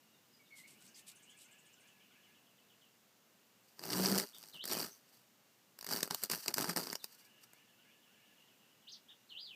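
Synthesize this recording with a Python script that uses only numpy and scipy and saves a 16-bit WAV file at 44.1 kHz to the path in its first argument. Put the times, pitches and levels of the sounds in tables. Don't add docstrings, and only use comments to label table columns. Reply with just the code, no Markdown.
import sys
import numpy as np
from scipy import signal
from scipy.fft import rfft, irfft
from scipy.io import wavfile
from scipy.ndimage import uniform_filter1d

SR = 44100
rng = np.random.default_rng(int(sys.argv[2]) if len(sys.argv) > 2 else 0)


def master(y):
    cut = np.clip(np.atleast_2d(y).T, -1, 1)
    pcm = np.round(cut * 32767)
    wavfile.write(sys.argv[1], SR, pcm.astype(np.int16))


N = 421155
T = np.arange(N) / SR

# frequency in Hz, relative dB.
HISS_COLOUR = [(25, -16.5), (80, -13.5), (118, -1.5), (150, -3.5), (210, 2), (290, -3), (520, -4.5),
               (1000, -7), (2400, -10), (2950, -10.5), (3600, -11), (7000, -12), (9900, -18), (13500, -13),
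               (15400, -14.5)]
RUMBLE_COLOUR = [(40, -32), (90, -17.5), (125, -3), (210, 2), (320, -3), (600, -19), (2000, -20)]
CHORUS_COLOUR = [(1000, -31.5), (1700, -13), (2500, -11), (2850, 5), (3150, -10.5), (3700, -15),
                 (6000, -28.5)]
# time in seconds, level in dB.
RUMBLE_LEVEL = [(0, -79), (.7, -71.5), (1.5, -78), (2.3, -77.5), (3.2, -87), (5.5, -85), (7.4, -80),
                (9.5, -80.5)]
CHORUS_LEVEL = [(0, -87), (.8, -77.5), (2.2, -77.5), (3.2, -85.5), (6.9, -83.5), (7.4, -76), (8.3, -73.5),
                (8.8, -82)]

# start and length in seconds, first, middle and last pitch in Hz, mid-note level in dB.
NOTES = [(.02, 0.17, 2864, 2810, 2790, -75.5), (.11, .08, 4000, 3630, 3380, -77),
         (0.314, 0.063, 5150, 4980, 4914, -69.5), (0.446, 0.049, 4000, 3600, 3430, -72.5),
         (0.393, 0.0284, 2241, 2220, 2190, -65), (0.506, 0.0432, 2207, 2210, 2152, -56),
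         (0.575, 0.0355, 2204, 2030, 2140, -60), (0.635, 0.018, 2093, 2180, 2264, -54),
         (1.268, 0.051, 2760, 3170, 3450, -62), (4.331, 0.0272, 3104, 3820, 2854, -54),
         (4.902, 0.03284, 5425, 6400, 5595, -58.5), (6.991, 0.031, 4310, 3750, 3420, -59),
         (8.869, 0.0312, 2698, 3700, 5310, -50.5), (8.916, 0.0317, 6600, 4700, 3070, -49),
         (9.084, 0.0284, 3152, 3780, 2722, -52.5), (9.084, .034, 1558, 1901, 1500, -71)]
# start in seconds, level in dB.
CHIPS = [(.873, -61.5), (.942, -58), (.952, -70), (.971, -63)]
SWOOPS = [(4.523, -49), (9.288, -50)]
# seconds into the call, pitch in Hz, relative level in dB.
SWOOP_CONTOUR = [(0, 3321, 4), (.009, 4500, -7), (.021, 3070, -2), (.055, 2627, -9), (.085, 3216, 4),
                 (.122, 5011, -5), (.152, 4600, -1), (.19, 3434, -2.5), (.26, 2260, -9.5)]
WARBLE_CONTOUR = [(0, 1381, -2), (.06, 1602, -5), (.105, 1737, 0), (.15, 1730, -15.5), (.21, 1710, -3.5),
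                  (.26, 1745, -2.5)]
SWING_CONTOUR = [(0, 2850, -3), (.035, 2050, -5), (.07, 2400, -2), (.11, 3099, 0)]
TRILL_CONTOUR = [(0, 3738, -8), (.018, 3006, 3), (.038, 2660, -12), (.058, 2621, 1.5)]
# start, syllable spacing and phrase length in seconds, level in dB.
WARBLE_PHRASES = [(.785, .325, 1.5, -73), (7.14, .315, 1.1, -74.5)]
SWING_PHRASES = [(.68, 0.123, .8, -71), (1.475, 0.154, .8, -72), (7.19, .315, 1.1, -72)]
TRILL_PHRASES = [(.946, .1163, 1.95, -71), (7.56, .114, 1.3, -74)]

# start and length in seconds, level in dB.
RASPS = [(.553, 0.091, -59.5), (.67, 0.09, -63), (.797, 0.114, -65.5), (.95, 0.079, -61),
         (1.062, 0.079, -58.5), (1.385, 0.0694, -62)]
SHUFFLES = [(3.62, 0.37, -72), (4.87, 0.1203, -63.5), (5.03, 0.272, -70), (6.14, 0.107, -56.5),
            (6.36, 0.139, -52), (6.97, 0.369, -64.5), (7.408, 0.06, -64.5), (7.555, 0.051, -72.5)]
# frequency in Hz, relative dB.
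RASP_COLOUR = [(1500, -20.5), (3000, -3), (4500, -2), (6200, -5), (8000, 2.5), (10000, -3.5), (13000, -6.5),
               (15500, -16)]
FEATHER_COLOUR = [(300, -18), (1500, -5.5), (2500, -11), (2900, -5.5), (3600, -12.5), (4750, 4.5),
                  (5150, -5.5), (5550, 0.5), (6900, -8.5), (8400, -3), (10800, -9.5), (12500, -2),
                  (15000, -7)]
AIR_COLOUR = [(25, -13), (80, -24), (125, -3.5), (220, 1.5), (350, 3.5), (540, -4), (800, -5), (1600, -9),
              (2400, -21.5), (5000, -25.5)]
# start, attack, hold and release in seconds, then hum, air and brushing levels in dB.
WING_BURSTS = [(3.764, 0.2218, 0.177, 0.0756, -39, -40.5, -38.5),
               (4.168, 0.0196, 0.0397, 0.0432, -55, -47.5, -44.5),
               (4.319, 0.03096, 0.145, 0.065, -79, -72.5, -59),
               (4.525, 0.0143, 0.01728, 0.0497, -68, -62, -58.5),
               (4.625, 0.10075, 0.0711, 0.1314, -56, -45, -41),
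               (5.85, 0.0784, 0.0372, 0.0731, -61, -45, -40), (6.016, 0.01522, 0.0163, .04, -61, -50, -48),
               (6.095, 0.013, .015, 0.0602, -62, -49, -48),
               (6.202, 0.0344, 0.00548, 0.0431, -71, -53.5, -43.5),
               (6.29, 0.0226, 0.0156, 0.0859, -61, -48.5, -39.5),
               (6.455, .028, 0.00504, .06, -58, -47.5, -47),
               (6.554, 0.0251, 0.027, 0.0926, -57, -42.5, -38),
               (6.632, 0.0599, .005, 0.068, -49, -43, -41.5),
               (6.754, 0.01456, .015, 0.0708, -53.5, -42, -39.5),
               (6.813, 0.0179, 0.0805, 0.061, -60, -55.5, -50)]
# multiple of the beat rate, relative level in dB.
HUM_HARMONICS = [(1, -14), (2, -13), (3, 2), (4, -16.5), (5, -5), (6, -6), (7, -7.5), (8, -14.5), (9, -15),
                 (11, -16.5)]

# time in seconds, ring level in dB, then knock and tick in dB relative to the ring.
TAPS = [(3.794, -46.5, -8.5, -7.5), (3.8381, -44, -3.5, -3), (3.9034, -38, -11, -10),
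        (3.932, -33.5, -16.5, -16.5), (4.0594, -27, -13.5, -25.5), (4.1832, -33, -7.5, 3),
        (4.1992, -34.5, -2.5, -1.5), (4.3846, -61, -12, 10.5), (4.4381, -51, -14, -8), (4.641, -48, 0, 0.5),
        (4.6552, -47, -3.5, 9.5), (4.6782, -49.5, -1, 9), (4.714, -36.5, -16, -8.5), (4.733, -37, -12.5, 3),
        (4.801, -37, -17, -13.5), (4.8453, -43, -1, -7), (5.7895, -53, -3, 3.5), (5.8113, -46.5, -19, -1.5),
        (5.828, -51.5, -1.5, 2.5), (5.8459, -45.5, -12.5, 0.5), (5.8666, -45.5, -1, 3.5),
        (5.89, -45.5, -1, 1.5), (5.9261, -37, -4.5, -7.5), (6.0069, -41, -7, -1.5), (6.031, -31, -6.5, 1),
        (6.0768, -54, 8, 6.5), (6.1098, -34.5, -2, -5), (6.1469, -36.5, -5.5, 3.5),
        (6.237, -42.5, -2.5, 13), (6.3, -36, -7, -3), (6.3158, -37, -9, 6.5), (6.335, -43, 3, 2),
        (6.461, -41, -5.5, -4.5), (6.482, -31, -16.5, -0.5), (6.5421, -32, -16, 1.5),
        (6.5826, -38.5, 6.5, 5.5), (6.6436, -40, 4, -9.5), (6.6962, -39, 3, 1), (6.7633, -36.5, -0.5, 1),
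        (6.7731, -40, 5.5, 6), (6.8708, -41.5, -1.5, -8), (6.9014, -40, -12, -13), (6.93, -41, 1.5, 2),
        (6.9551, -36.5, -11, -4.5), (7.0433, -40, -12, 0.5), (7.5345, -77, 14.5, 20.5)]
# frequency in Hz, seconds to fall 60 dB, relative level in dB.
TRIM_MODES = [(1075, 0.021, -9), (2915, 0.0079, -3), (4640, 0.0035, -39.5), (4784, 0.0144, 4.5),
              (4993, 0.00864, 5.5), (5374, 0.0075, 6.5), (5650, 0.0065, -17.5), (8000, .006, -2.5)]
# frequency in Hz, relative dB.
KNOCK_COLOUR = [(70, -39.5), (180, 2), (450, 5), (1100, 0), (1900, 2.5), (3200, -22), (6000, -16.5)]
TICK_COLOUR = [(2500, -29), (6000, -8), (8400, 0), (10800, -9), (12800, 2), (15000, -7)]


def undb(db):
    return np.exp(np.asarray(db) * (np.log(10) / 20))


def unit(x):
    return x / np.sqrt(np.mean(x ** 2) + 1e-20)


def tap_energy(x):
    return x * np.sqrt(.004 * SR) / np.linalg.norm(x)


def add(out, start, x):
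    i = int(np.clip(start * SR, 0, N - 1))
    out[i:i + len(x)] += x[:N - i]


def colour(x, points, size=4096):
    hz, db = np.transpose(points)
    grid = np.maximum(np.arange(size // 2 + 1) * SR / size, 1)
    cepstrum = irfft(np.log(undb(np.interp(np.log(grid), np.log(hz), db))))
    cepstrum[1:size // 2] *= 2
    cepstrum[size // 2 + 1:] = 0
    response = irfft(np.exp(rfft(cepstrum)))
    return signal.fftconvolve(x, response / np.linalg.norm(response))[:len(x)]


def noise(points):
    return colour(rng.standard_normal(N), points)


def walk(rate):
    step = max(int(SR / rate), 1)
    held = np.repeat(rng.standard_normal(N // step + 1), step)[:N]
    return unit(uniform_filter1d(held, step))


def lag(x, seconds):
    keep = np.exp(-1 / (seconds * SR))
    return signal.lfilter([1 - keep], [1, -keep], x)


def puffs(rows):
    out = np.zeros(N)
    for start, length, db in rows:
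        progress = np.linspace(0, 1, max(int(length * SR), 2))
        add(out, start, undb(db) * np.sin(np.pi * progress ** (2 / 3)))
    return out


def ambience(hiss_db=-69.5):
    hiss = undb(hiss_db) * noise(HISS_COLOUR)
    swell = undb(np.interp(T, *np.transpose(RUMBLE_LEVEL)) + walk(6.8))
    return hiss + swell * noise(RUMBLE_COLOUR)


def far_chorus():
    return noise(CHORUS_COLOUR) * undb(np.interp(T, *np.transpose(CHORUS_LEVEL)) + 2.17 * walk(16))


def whistle(contour, quaver):
    times, hz, db = np.transpose(contour)
    t = np.arange(times[0], max(times[-1], times[0] + .01), 1 / SR)
    unsteady = unit(uniform_filter1d(rng.standard_normal(len(t)), size=200))
    glide = uniform_filter1d(np.interp(t, times, hz), size=300, mode="nearest")
    pitch = glide * (1 + quaver * unsteady)
    phase = 2 * np.pi * np.cumsum(pitch) / SR
    overtone = undb(-12) / (1 + (pitch / 2300) ** 12)
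    envelope = np.sqrt(2) * undb(np.interp(t, times, db)) * signal.windows.tukey(len(t), .1)
    return envelope * (np.sin(phase) + overtone * np.sin(2 * phase))


def near_birds(note_fade_db=7, run_start_s=1.15, run_fade_db_per_s=9.5):
    out = np.zeros(N)
    for start, length, first_hz, middle_hz, last_hz, db in NOTES:
        edge_db = db - note_fade_db
        bend = [(0, first_hz, edge_db), (length / 2, middle_hz, db), (length, last_hz, edge_db)]
        add(out, start, whistle(bend, quaver=.0161))
    for start, db in SWOOPS:
        add(out, start, undb(db) * whistle(SWOOP_CONTOUR, quaver=.016))
    for start, db in CHIPS:
        add(out, start, chip(db, length_s=.011, from_hz=5000, to_hz=7340))
    for start in np.arange(run_start_s, 1.9, .0718):
        db = -63.5 - run_fade_db_per_s * (start - run_start_s)
        add(out, start, chip(db, length_s=.019, from_hz=9400, to_hz=5546))
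    return out


def rasps():
    return noise(RASP_COLOUR) * puffs(RASPS) * undb(2.4 * walk(250))


def far_songs():
    out = np.zeros(N)
    scatter = [.003, 35, 1.5]  # seconds, Hz, dB
    for contour, phrases in ((WARBLE_CONTOUR, WARBLE_PHRASES), (SWING_CONTOUR, SWING_PHRASES),
                             (TRILL_CONTOUR, TRILL_PHRASES)):
        for start, spacing, length, db in phrases:
            for onset in np.arange(start, start + length, spacing):
                varied = np.array(contour) + rng.standard_normal((len(contour), 3)) * scatter
                add(out, onset, undb(db) * whistle(varied, quaver=.00785))
    return out


def chip(db, length_s, from_hz, to_hz):
    sweep = whistle([(0, from_hz, db), (length_s, to_hz, db)], quaver=.14)
    return sweep * np.sqrt(2 * np.hanning(len(sweep)))


def shuffles():
    return noise(FEATHER_COLOUR) * puffs(SHUFFLES) * undb(3.54 * walk(90))


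def struggle(fastest_hz=64.784, slowest_hz=48, hz_per_db=.4178):
    hum, air, brush = np.zeros((3, N))
    for start, attack, hold, release, hum_db, air_db, brush_db in WING_BURSTS:
        corners = np.cumsum([0, attack, hold, release])
        effort = np.interp(np.arange(0, corners[-1], 1 / SR), corners, [0, 1, 1, 0]) ** 1.5
        add(hum, start, undb(hum_db) * effort ** 1.4)
        add(air, start, undb(air_db) * effort)
        add(brush, start, undb(brush_db) * effort)
    drive = lag(hum + 1e-9, seconds=.07)
    beat_hz = np.maximum(fastest_hz + hz_per_db * 20 * np.log10(drive / drive.max()), slowest_hz)
    stumble = 1 + .012 * walk(70)
    beats = np.cumsum(beat_hz * stumble) / SR
    settling = undb(-12.5) * lag(brush, seconds=.0613)
    return hum, air, np.maximum(brush, settling), beats


def strokes(beats, sharpness, upstroke_db, scatter_db):
    stroke = np.floor(2 * beats).astype(int)
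    chance = np.clip(rng.standard_normal(N // 100), -2, 1)
    strength = undb(scatter_db * chance[stroke] + upstroke_db * (stroke % 2))
    return unit(strength * np.abs(np.sin(2 * np.pi * beats)) ** sharpness)


def wings(hum_gain, air_gain, brush_gain, beats):
    hum = np.zeros(N)
    for harmonic, db in HUM_HARMONICS:
        gain = undb(db + 2.62 * walk(60))
        phase = 2 * np.pi * (harmonic * beats + rng.random()) + .082 * harmonic * walk(80)
        hum += gain * np.sin(phase)
    rush = rng.standard_normal(N)
    push = unit(.5 + strokes(beats, sharpness=3.08, upstroke_db=0, scatter_db=5))
    air = colour(rush * push, AIR_COLOUR)
    barbs = unit(rng.standard_normal(N) * undb(3.68 * walk(1800)))
    drag = unit(.8 + strokes(beats, sharpness=5, upstroke_db=-2, scatter_db=2.5))
    brush = colour(barbs * drag, FEATHER_COLOUR)
    return undb(-.5) * unit(hum) * hum_gain + air * air_gain + brush * brush_gain


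def taps(rows, lead_s=.012):
    out, t = np.zeros(N), T[:2048]
    from_strike = np.abs(t - lead_s)
    contact = np.exp(-from_strike / .000861) + undb(-19.5) * np.exp(-from_strike / .00197)
    for time, db, knock_db, tick_db in rows:
        scuff = rng.standard_normal((3, len(t))) * contact
        detune = 1 + .0142 * rng.standard_normal(len(TRIM_MODES))
        modes = sum(undb(mode_db) * np.sin(2 * np.pi * hz * shift * t) * np.exp(-np.log(1000) * t / t60)
                    for (hz, t60, mode_db), shift in zip(TRIM_MODES, detune))
        ring = tap_energy(signal.fftconvolve(scuff[0], modes)[:len(t)])
        knock = tap_energy(colour(scuff[1], KNOCK_COLOUR))
        tick = tap_energy(colour(scuff[2], TICK_COLOUR))
        add(out, time - lead_s, undb(db) * (ring + undb(knock_db) * knock + undb(tick_db) * tick))
    return out


def grazes(brush_gain, beats, share=.45, floor_db=-55.5, cap_db=-38.5, knock_db=-5, tick_db=-4.5):
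    beat_ends = np.flatnonzero(np.diff(np.floor(beats)))
    luck = rng.random(N // 500)
    scatter_db = 2 * rng.standard_normal((N // 500, 3))
    rows = []
    for i, draw, spread in zip(beat_ends, luck, scatter_db):
        db = 20 * np.log10(brush_gain[i] + 1e-9)
        if draw < share and db > floor_db:
            levels = spread + [min(db, cap_db), knock_db, tick_db]
            rows.append((T[i], *levels))
    return rows


def cabin(x, t60, wet_db, gap_s=.002):
    t = T[:SR // 2]
    tail = rng.standard_normal(len(t)) * np.exp(-np.log(1000) * t / t60) * (t > gap_s)
    echo = signal.fftconvolve(x, tail / np.linalg.norm(tail))[:N]
    wet = undb(wet_db)
    return (x + wet * echo) / np.hypot(1, wet)


def scene():
    outside = ambience()
    songs = far_songs()
    outside += far_chorus()
    outside += cabin(near_birds(), t60=.15, wet_db=3, gap_s=.005)
    outside += cabin(songs, t60=.3, wet_db=3)
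    close = shuffles() + rasps()
    hum_gain, air_gain, brush_gain, beats = struggle()
    close += wings(hum_gain, air_gain, brush_gain, beats)
    close += taps(list(TAPS) + grazes(brush_gain, beats))
    return (cabin(close, t60=.061, wet_db=-11.5) + outside)[None]


def record(dry, bass_hz=85, top_hz=15450):
    thin = signal.sosfilt(signal.butter(3, bass_hz, "high", fs=SR, output="sos"), dry)
    return signal.sosfilt(signal.ellip(10, .2, 70, top_hz, fs=SR, output="sos"), thin)


dry = scene()
out = record(dry)
master(out)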